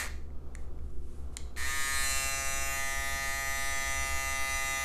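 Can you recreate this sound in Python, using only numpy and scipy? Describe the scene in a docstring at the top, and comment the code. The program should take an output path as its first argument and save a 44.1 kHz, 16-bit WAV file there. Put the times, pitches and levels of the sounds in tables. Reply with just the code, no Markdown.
"""Cordless foil shaver in a quiet room

A motor runs down and falls silent. The case gives two clear clicks among fainter ones, then the
motor spins up and buzzes evenly while the hand turns it. The buzz sums the multiples of the turn rate,
shaped by shell resonances, with a pulsing noise rasp. Clicks are noise crackles ringing the case modes.
Noise rumble, mains hum, air and sleeve rustle lie below; decaying noise makes the room."""
import sys
import numpy as np
from scipy import signal
from scipy.fft import rfft, irfft
from scipy.io import wavfile
from scipy.ndimage import uniform_filter1d

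SR = 44100
rng = np.random.default_rng(int(sys.argv[2]) if len(sys.argv) > 2 else 0)


def digitize_waveform(pressure):
    """Quantize a signal to 16-bit integers and store it at the path in sys.argv[1].

    Rows of a 2-D input are taken as channels; values are limited to [-1, 1].
    """
    field = np.atleast_2d(pressure).T
    bounded = np.clip(field, -1, 1)
    quanta = np.round(bounded * 32767).astype(np.int16)
    wavfile.write(sys.argv[1], SR, quanta)


N = 213752  # samples
STEP = 128  # samples between points of the slow controls
CUTOFF_HZ = 16000

# Motor switched on. Each row: time in seconds, full speed in turns per second, buzz level in dB at full speed.
RUNNING = [(1.562, 137.4, -36.5), (1.8, 137.0, -33), (1.97, 136.7, -32), (2.08, 135.9, -34),
           (2.47, 136.2, -34.5), (3.44, 136.5, -34.5), (4.07, 135.8, -34), (4.85, 135.5, -33.5)]
FULL_SPEED_HZ = 136
LOUDNESS_POWER = 1.37  # gain goes as speed to this power
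# The speed lags at switch-on, then the lag closes.
SPIN_UP_LAG_HZ, SPIN_UP_S, SPIN_UP_SHAPE, ENGAGE_S = 48.6, 0.053, 1.45, 0.014
# Switched off, friction slows the free motor evenly; STOP_S is where its sound ends.
COAST_HZ, BRAKING_HZ_PER_S, COAST_DB, STOP_S = 134.2, 1100, -33, 0.078
COAST_POSE = 0.37  # 0 facing, 1 aside
COAST_DULL_DB = 9  # per octave about 1500 Hz, at standstill: slow knocks are soft

# Cutter reversals and bounces within a turn. Each row: moment as a share of a turn, level in dB.
KNOCKS = [(0.048, -6), (0.332, -7), (.52, -6), (.83, -4.5)]
KNOCK_LENGTH = 0.12  # decay, as a share of a turn
KNOCK_SPREAD, KNOCK_SPREAD_HZ = 0.029, 110  # no two knocks are equally hard: share, and bandwidth

# Turns of the hand from hold to hold (facing, aside, away).
# Each row: middle in seconds, length in seconds, treble flash in dB as the foil sweeps past.
TURNS = [(2.137, 0.4, 3), (2.722, 0.15, -0.5)]
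# Shell and foil resonances in the buzz.
# Each row: centre in Hz, width in Hz, then relative level in dB facing, aside and away.
SHELL = [(527, 140, -20.5, -12, -22), (685, 170, -19, -4.5, -10), (803, 120, -21, -4.5, -8),
         (931, 104, -12.5, -29, -13.5), (1080, 130, -10, -8.5, -38), (1236, 77, -2.5, -1, -4.5),
         (1434, 220, -13.5, -5.5, -14.5), (1620, 120, -9, -4, -24), (1820, 123, 5, 0.5, -1),
         (1985, 155, 1.5, 2.5, 3.5), (2213, 45, 2, 3, -62), (2384, 132, -4.5, 3, -5.5),
         (2707, 56, -8.5, 1.5, -11.5), (3030, 110, -9, -13, -24), (3430, 450, -19, -20, -15.5),
         (4120, 900, -7.5, -11, -14.5), (5140, 520, -22, -14, -21.5), (5970, 290, -29, -4, -8),
         (6900, 1130, -14.5, -5, -18), (8430, 4400, -10, -8, -18.5)]
SHELL_FLOOR_DB, LOW_CUT_HZ = -28, 420
# Colour of the upper multiples. Each row: frequency in Hz, relative level in dB.
TREBLE = [(9100, -19.5), (10000, -20.5), (10800, -23.5), (12000, -21.5), (13000, -27.5), (14000, -31.5),
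          (15500, -24)]
# Lift of that treble in dB: facing, aside, away.
TREBLE_LIFT_DB = [4, 6.5, 0]
# Both strokes of a turn sound alike, so odd upper multiples are weaker. Cut in dB: facing, aside, away.
ODD_DB = [-7, -3, -3]

# Reflections off hand and table add to or cancel the upper multiples, with a fresh draw for each hold.
SCATTER_SHARE, SCATTER_FROM_HZ, SCATTER_FULL_HZ = 0.24, 2600, 3600
PATCH_SHARE, PATCH_RATE = 0.33, 3.9  # drift in patches of neighbouring multiples: share, rate in Hz
# Level wander in dB at STEADY_BELOW_HZ, smaller below: while held, and added in a turn.
UNSTEADY_DB, TURNING_DB, STEADY_BELOW_HZ = 1.09, 0.83, 4000
WAVER_RATE, TREMOR_RATE = 4.4, 25  # slow and fast wander, Hz
TREMOR_SHARE, SPEED_JITTER = 0.53, 0.000996  # fast wander against the slow; share of the speed

# Colour of the cutters' rasp. Each row: frequency in Hz, relative density in dB per Hz.
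RASP = [(400, -73), (700, -17.5), (1000, -7), (1250, -13), (1600, -8.5), (2000, -8), (2700, -11.5),
        (4200, -10), (5400, -15.5), (7000, -8), (12000, -17), (15800, -24)]
RASP_PULSING = 0.44
RASP_DB, RASP_TURNING_DB, COAST_RASP_DB = -22, 5, -6.5  # against buzz: at speed, added in a turn, coasting
START_RASP_DB, START_RASP_S = 10, 0.14  # added while the cutters rattle loosely, until the motor settles

# Clicks of the case. Each row: start in seconds, peak level in dB, brightness in dB per 5 kHz.
CLICKS = [(0.304, -53, -14), (0.5517, -29.5, 1), (0.789, -54, -12), (.904, -55, -3), (1.3688, -21, 9.5),
          (1.3734, -33.5, 2), (1.5633, -35.5, -10)]
# Ringing modes of the case. Each row: frequency in Hz, level in dB before brightness, 60 dB decay in seconds.
CASE = [(1230, -17.5, 0.0076), (2150, -2.5, 0.0067), (3510, -13, 0.0062), (4200, -8, 0.0054),
        (6160, -16, 0.0014), (7200, -3, 0.0023), (8740, -1.5, 0.0018), (9900, -12, 0.0018)]
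CLICK_LENGTH_S, CLICK_LOW_HZ = 0.0012, 1000  # crackle decay; low cut
CRACK_DB = 7  # bare contact against the ringing, before brightness

ROOM_T60_S, ROOM_DB, ROOM_BUILD_S = 0.44, -6.5, 0.0054
CLICK_ROOM_DB, BUZZ_ROOM_DB = -2, -5  # sends into the room
# Colour of the room tail. Each row: frequency in Hz, relative level in dB.
ROOM_COLOUR = [(300, 13.5), (1000, 1), (2500, 1.5), (5000, 4), (10000, -7), (16000, 0)]

# Colour of the ventilation rumble. Each row: frequency in Hz, relative density in dB per Hz.
RUMBLE = [(0.88, -54), (1.5, 8.5), (16, 0.5), (38, -20), (70, -5), (81, -23), (98, -25), (132, -22.5),
          (173, -33), (205, -32.5), (232, -30.5), (296, -33), (397, -30.5), (438, -46), (520, -45),
          (680, -97), (1140, -120)]
RUMBLE_DB = -35
# Steady mains hum. Each row: frequency in Hz, rms level in dB.
MAINS = [(62, -52), (120, -66), (240, -63.5), (360, -68.5), (480, -69.5)]
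# Colour of the room air. Each row: frequency in Hz, relative density in dB per Hz.
AIR = [(260, -17), (450, 5), (653, -3), (683, 1), (948, -6.5), (1150, -3.5), (1240, -4), (1880, -18.5),
       (9820, -28), (15800, -30)]
# Level of the room air. Each row: time in seconds, rms level in dB.
AIR_LEVEL = [(0, -67), (.3, -63), (.5, -60.5), (.75, -61), (1, -67.5), (1.3, -59.5), (1.55, -60),
             (4.85, -64)]
# Sleeve brushing as the arm moves. Each row: middle in seconds, half length in seconds, level in dB at the middle.
RUSTLE = [(0.61, 0.057, -71), (0.902, 0.14, -73), (1.154, 0.13, -66.5), (1.34, 0.015, -66)]
# Colour of the sleeve. Each row: frequency in Hz, relative density in dB per Hz.
RUSTLE_COLOUR = [(2500, -7), (4500, -11), (8500, -6.5), (11500, -9.5), (14000, -30)]


def running():
    """Switched on, the motor climbs to speed and holds it."""
    s, hz, level_db = np.transpose(RUNNING)
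    t = np.arange(int(s[0] * SR), N) / SR
    age = t - t[0]
    speed = np.interp(t, s, hz) - SPIN_UP_LAG_HZ * np.exp(-(age / SPIN_UP_S) ** SPIN_UP_SHAPE)
    gain = amp(np.interp(t, s, level_db)) * np.minimum(age / ENGAGE_S, 1)
    rasp_db = RASP_DB + START_RASP_DB * np.exp(-(age / START_RASP_S) ** 2)
    return motor(t, speed, gain, rasp_db, count=180)


def coasting():
    """Switched off, the motor loses speed evenly, then its sound ends."""
    t = np.arange(int(STOP_S * SR)) / SR
    speed = np.maximum(COAST_HZ - BRAKING_HZ_PER_S * t, 10)
    return motor(t, speed, amp(COAST_DB), COAST_RASP_DB, count=300, pose=COAST_POSE, dull_db=COAST_DULL_DB)


def motor(t, speed, gain, rasp_db, count, pose=0, dull_db=0):
    """Each turn repeats the same knocks of the cutters: multiples of the turn rate, plus a pulsing rasp."""
    coarse = t[::STEP]
    frames = len(coarse)
    slow = np.clip(speed / FULL_SPEED_HZ, 0, 1)
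    speed = speed * (1 + SPEED_JITTER * np.interp(t, coarse, waver(TREMOR_RATE, 1, frames)[0]))
    angle = 2 * np.pi * np.cumsum(speed) / SR
    turned, turning, flash_db = hand(coarse)
    hz = np.arange(1, count + 1)[:, None] * speed[::STEP]
    gains = colour(hz, pose + turned) * amp(-dull_db * (1 - slow[::STEP]) * np.log2(hz / 1500))
    # short waves feel small moves of the hand most
    depth_db = (UNSTEADY_DB + TURNING_DB * turning) * np.minimum(hz / STEADY_BELOW_HZ, 1.6)
    wander = waver(WAVER_RATE, count, frames) + TREMOR_SHARE * waver(TREMOR_RATE, count, frames)
    gains = gains * amp(depth_db * wander)
    # averaging neighbours makes patches; the root restores their spread
    patches = [uniform_filter1d(waver(PATCH_RATE, count, frames), size=2, axis=0) * np.sqrt(2)
               for _ in range(2)]
    gains = gains * interfere(PATCH_SHARE * upper(hz), *patches) * amp(flash_db * upper(hz))
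    starts = knock_phases(count)
    buzz = sum(np.interp(t, coarse, gains[k]) * np.cos((k + 1) * angle + starts[k]) for k in range(count))
    spread_colour = [(KNOCK_SPREAD_HZ, 0), (2 * KNOCK_SPREAD_HZ, -20), (SR, -80)]
    buzz = buzz * (1 + KNOCK_SPREAD * noise(spread_colour, len(t)))
    # the cutters scrape the foil hardest in mid stroke, twice a turn
    pulsing = 1 + RASP_PULSING * np.cos(2 * angle)
    rasp = amp(rasp_db + RASP_TURNING_DB * hand(t)[1]) * noise(RASP, len(t)) * pulsing
    out, first = np.zeros(N), round(t[0] * SR)
    out[first:first + len(t)] = gain * slow ** LOUDNESS_POWER * (buzz + rasp)
    return out


def knock_phases(count):
    """Partials line up as in one turn's pattern of short noisy knocks."""
    turn = np.arange(2048) / 2048
    bursts = sum(amp(d) * np.exp(-((turn - share) % 1) / KNOCK_LENGTH) for share, d in KNOCKS)
    return np.angle(rfft(bursts * rng.standard_normal(len(turn))))[1:count + 1]


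def hand(s):
    """Pose (0 facing, 1 aside, 2 away), how far the hand is inside a turn, and the treble flash in dB."""
    done = np.array([np.clip((s - mid) / length + .5, 0, 1) for mid, length, _ in TURNS])
    inside = np.sin(np.pi * done)
    return done.sum(axis=0), inside.sum(axis=0), np.transpose(TURNS)[2] @ inside


def colour(hz, pose):
    """Partial gains: shell resonances stay put in Hz and blend between holds; rms 1 before reflections."""
    plain, out = 0, 0
    top_hz, top_db = np.transpose(TREBLE)
    odd = np.arange(1, len(hz) + 1)[:, None] % 2
    top = np.clip((hz - top_hz[0]) / 1000 + .5, 0, 1)  # crossfade from resonances to treble
    for k in range(3):
        power = amp(2 * SHELL_FLOOR_DB) + sum(amp(2 * db[k]) / (1 + (2 * (hz - mid) / width) ** 2) ** 2
                                              for mid, width, *db in SHELL)
        treble = amp(np.interp(hz, top_hz, top_db) + TREBLE_LIFT_DB[k])
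        gain = (1 - top) * np.sqrt(power) + top * treble
        gain = gain * amp(upper(hz) * ODD_DB[k] * odd) / (1 + (LOW_CUT_HZ / hz) ** 4)
        gain = gain * np.clip(1 - abs(pose - k), 0, 1)  # share of this hold
        scatter = [np.interp(hz / FULL_SPEED_HZ, np.arange(130), draw) for draw in rng.standard_normal((2, 130))]
        plain = plain + gain
        out = out + gain * interfere(upper(hz) * SCATTER_SHARE, *scatter)
    return out * (hz < CUTOFF_HZ) / np.sqrt(np.sum(plain ** 2, axis=0) / 2)


def upper(hz):
    """0 for the long waves that bend round the hand, 1 for the short ones that bounce off it."""
    return np.clip((hz - SCATTER_FROM_HZ) / (SCATTER_FULL_HZ - SCATTER_FROM_HZ), 0, 1)


def interfere(share, cosine, sine):
    """Direct sound plus a reflection of chance phase and strength: dips and peaks, mean power 1."""
    return np.hypot(1 + share * cosine, share * sine) / np.sqrt(1 + 2 * share ** 2)


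def clicks():
    """Each click is a short crackle of contacts ringing the case modes; dull ones favour the low modes."""
    size = 900
    out, t = np.zeros(N + size), np.arange(size) / SR
    small_body = signal.butter(2, CLICK_LOW_HZ, "high", fs=SR, output="sos")  # too small to radiate bass
    for s, peak_db, bright_db in CLICKS:
        crackle = rng.standard_normal(size) * np.exp(-t / CLICK_LENGTH_S)
        modes = sum(amp(d + bright_db * hz / 5000 - 60 * t / t60) * np.sin(2 * np.pi * hz * t)
                    for hz, d, t60 in CASE)
        ringing = np.convolve(crackle, modes)[:size]
        hit = signal.sosfilt(small_body, ringing + amp(CRACK_DB + bright_db) * crackle)
        first = round(s * SR)
        out[first:first + size] += amp(peak_db) * hit / abs(hit).max()
    return out[:N]


def room(x):
    """Diffuse tail: coloured noise that builds up as the walls answer, then dies."""
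    t = np.arange(SR) / SR
    tail = noise(ROOM_COLOUR, SR) * amp(-60 * t / ROOM_T60_S) * (1 - np.exp(-t / ROOM_BUILD_S))
    return amp(ROOM_DB) * signal.fftconvolve(x, tail / np.sqrt(np.sum(tail ** 2)))[:N]


def background():
    """Coloured noises for ventilation, room air and a brushing sleeve, and steady sines for mains hum."""
    t = np.arange(N) / SR
    rumble = amp(RUMBLE_DB) * noise(RUMBLE, N)
    hum = sum(np.sqrt(2) * amp(d) * np.sin(2 * np.pi * hz * t + rng.uniform(0, 2 * np.pi)) for hz, d in MAINS)
    air = level(AIR_LEVEL) * noise(AIR, N)
    brushing = sum(amp(d) * np.exp(-((t - s) / half) ** 2) for s, half, d in RUSTLE)
    return rumble + hum + air + brushing * noise(RUSTLE_COLOUR, N)


def amp(db):
    """dB to gain."""
    return 10 ** (np.asarray(db) / 20)


def rms_one(x):
    """Scale to rms 1."""
    return x / np.sqrt(np.mean(x ** 2) + 1e-20)


def noise(spectrum, size):
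    """Noise of the given colour, drawn over log frequency, rms 1."""
    hz, level_db = np.transpose(spectrum)
    grid = np.maximum(np.fft.rfftfreq(size, 1 / SR), .1)
    gains = amp(np.interp(np.log(grid), np.log(hz), level_db))
    return rms_one(irfft(rfft(rng.standard_normal(size)) * gains, size))


def level(rows):
    """Gain in time from rows of seconds and dB, all but silent outside them."""
    s, level_db = np.transpose(rows)
    return amp(np.interp(np.arange(N) / SR, s, level_db, left=-140, right=-140))


def waver(rate, count, size):
    """Slow unrelated wanderings, one a row, spread 1: noise through a two-pole low-pass."""
    r = np.exp(-2 * np.pi * rate * STEP / SR)
    drift = signal.lfilter([1], [1, -2 * r, r * r], rng.standard_normal((count, size + 300)))
    return rms_one(drift[:, 300:])  # skip the settling


def scene():
    """The even buzz sends less into the room than the short sounds do."""
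    coast, click, buzz = coasting(), clicks(), running()
    sent = coast + amp(CLICK_ROOM_DB) * click + amp(BUZZ_ROOM_DB) * buzz
    return (coast + click + buzz + room(sent) + background())[None]


def record(dry):
    """A steep low-pass cuts the top."""
    return signal.sosfilt(signal.cheby2(12, 70, CUTOFF_HZ, fs=SR, output="sos"), dry)


dry = scene()
out = record(dry)
digitize_waveform(out)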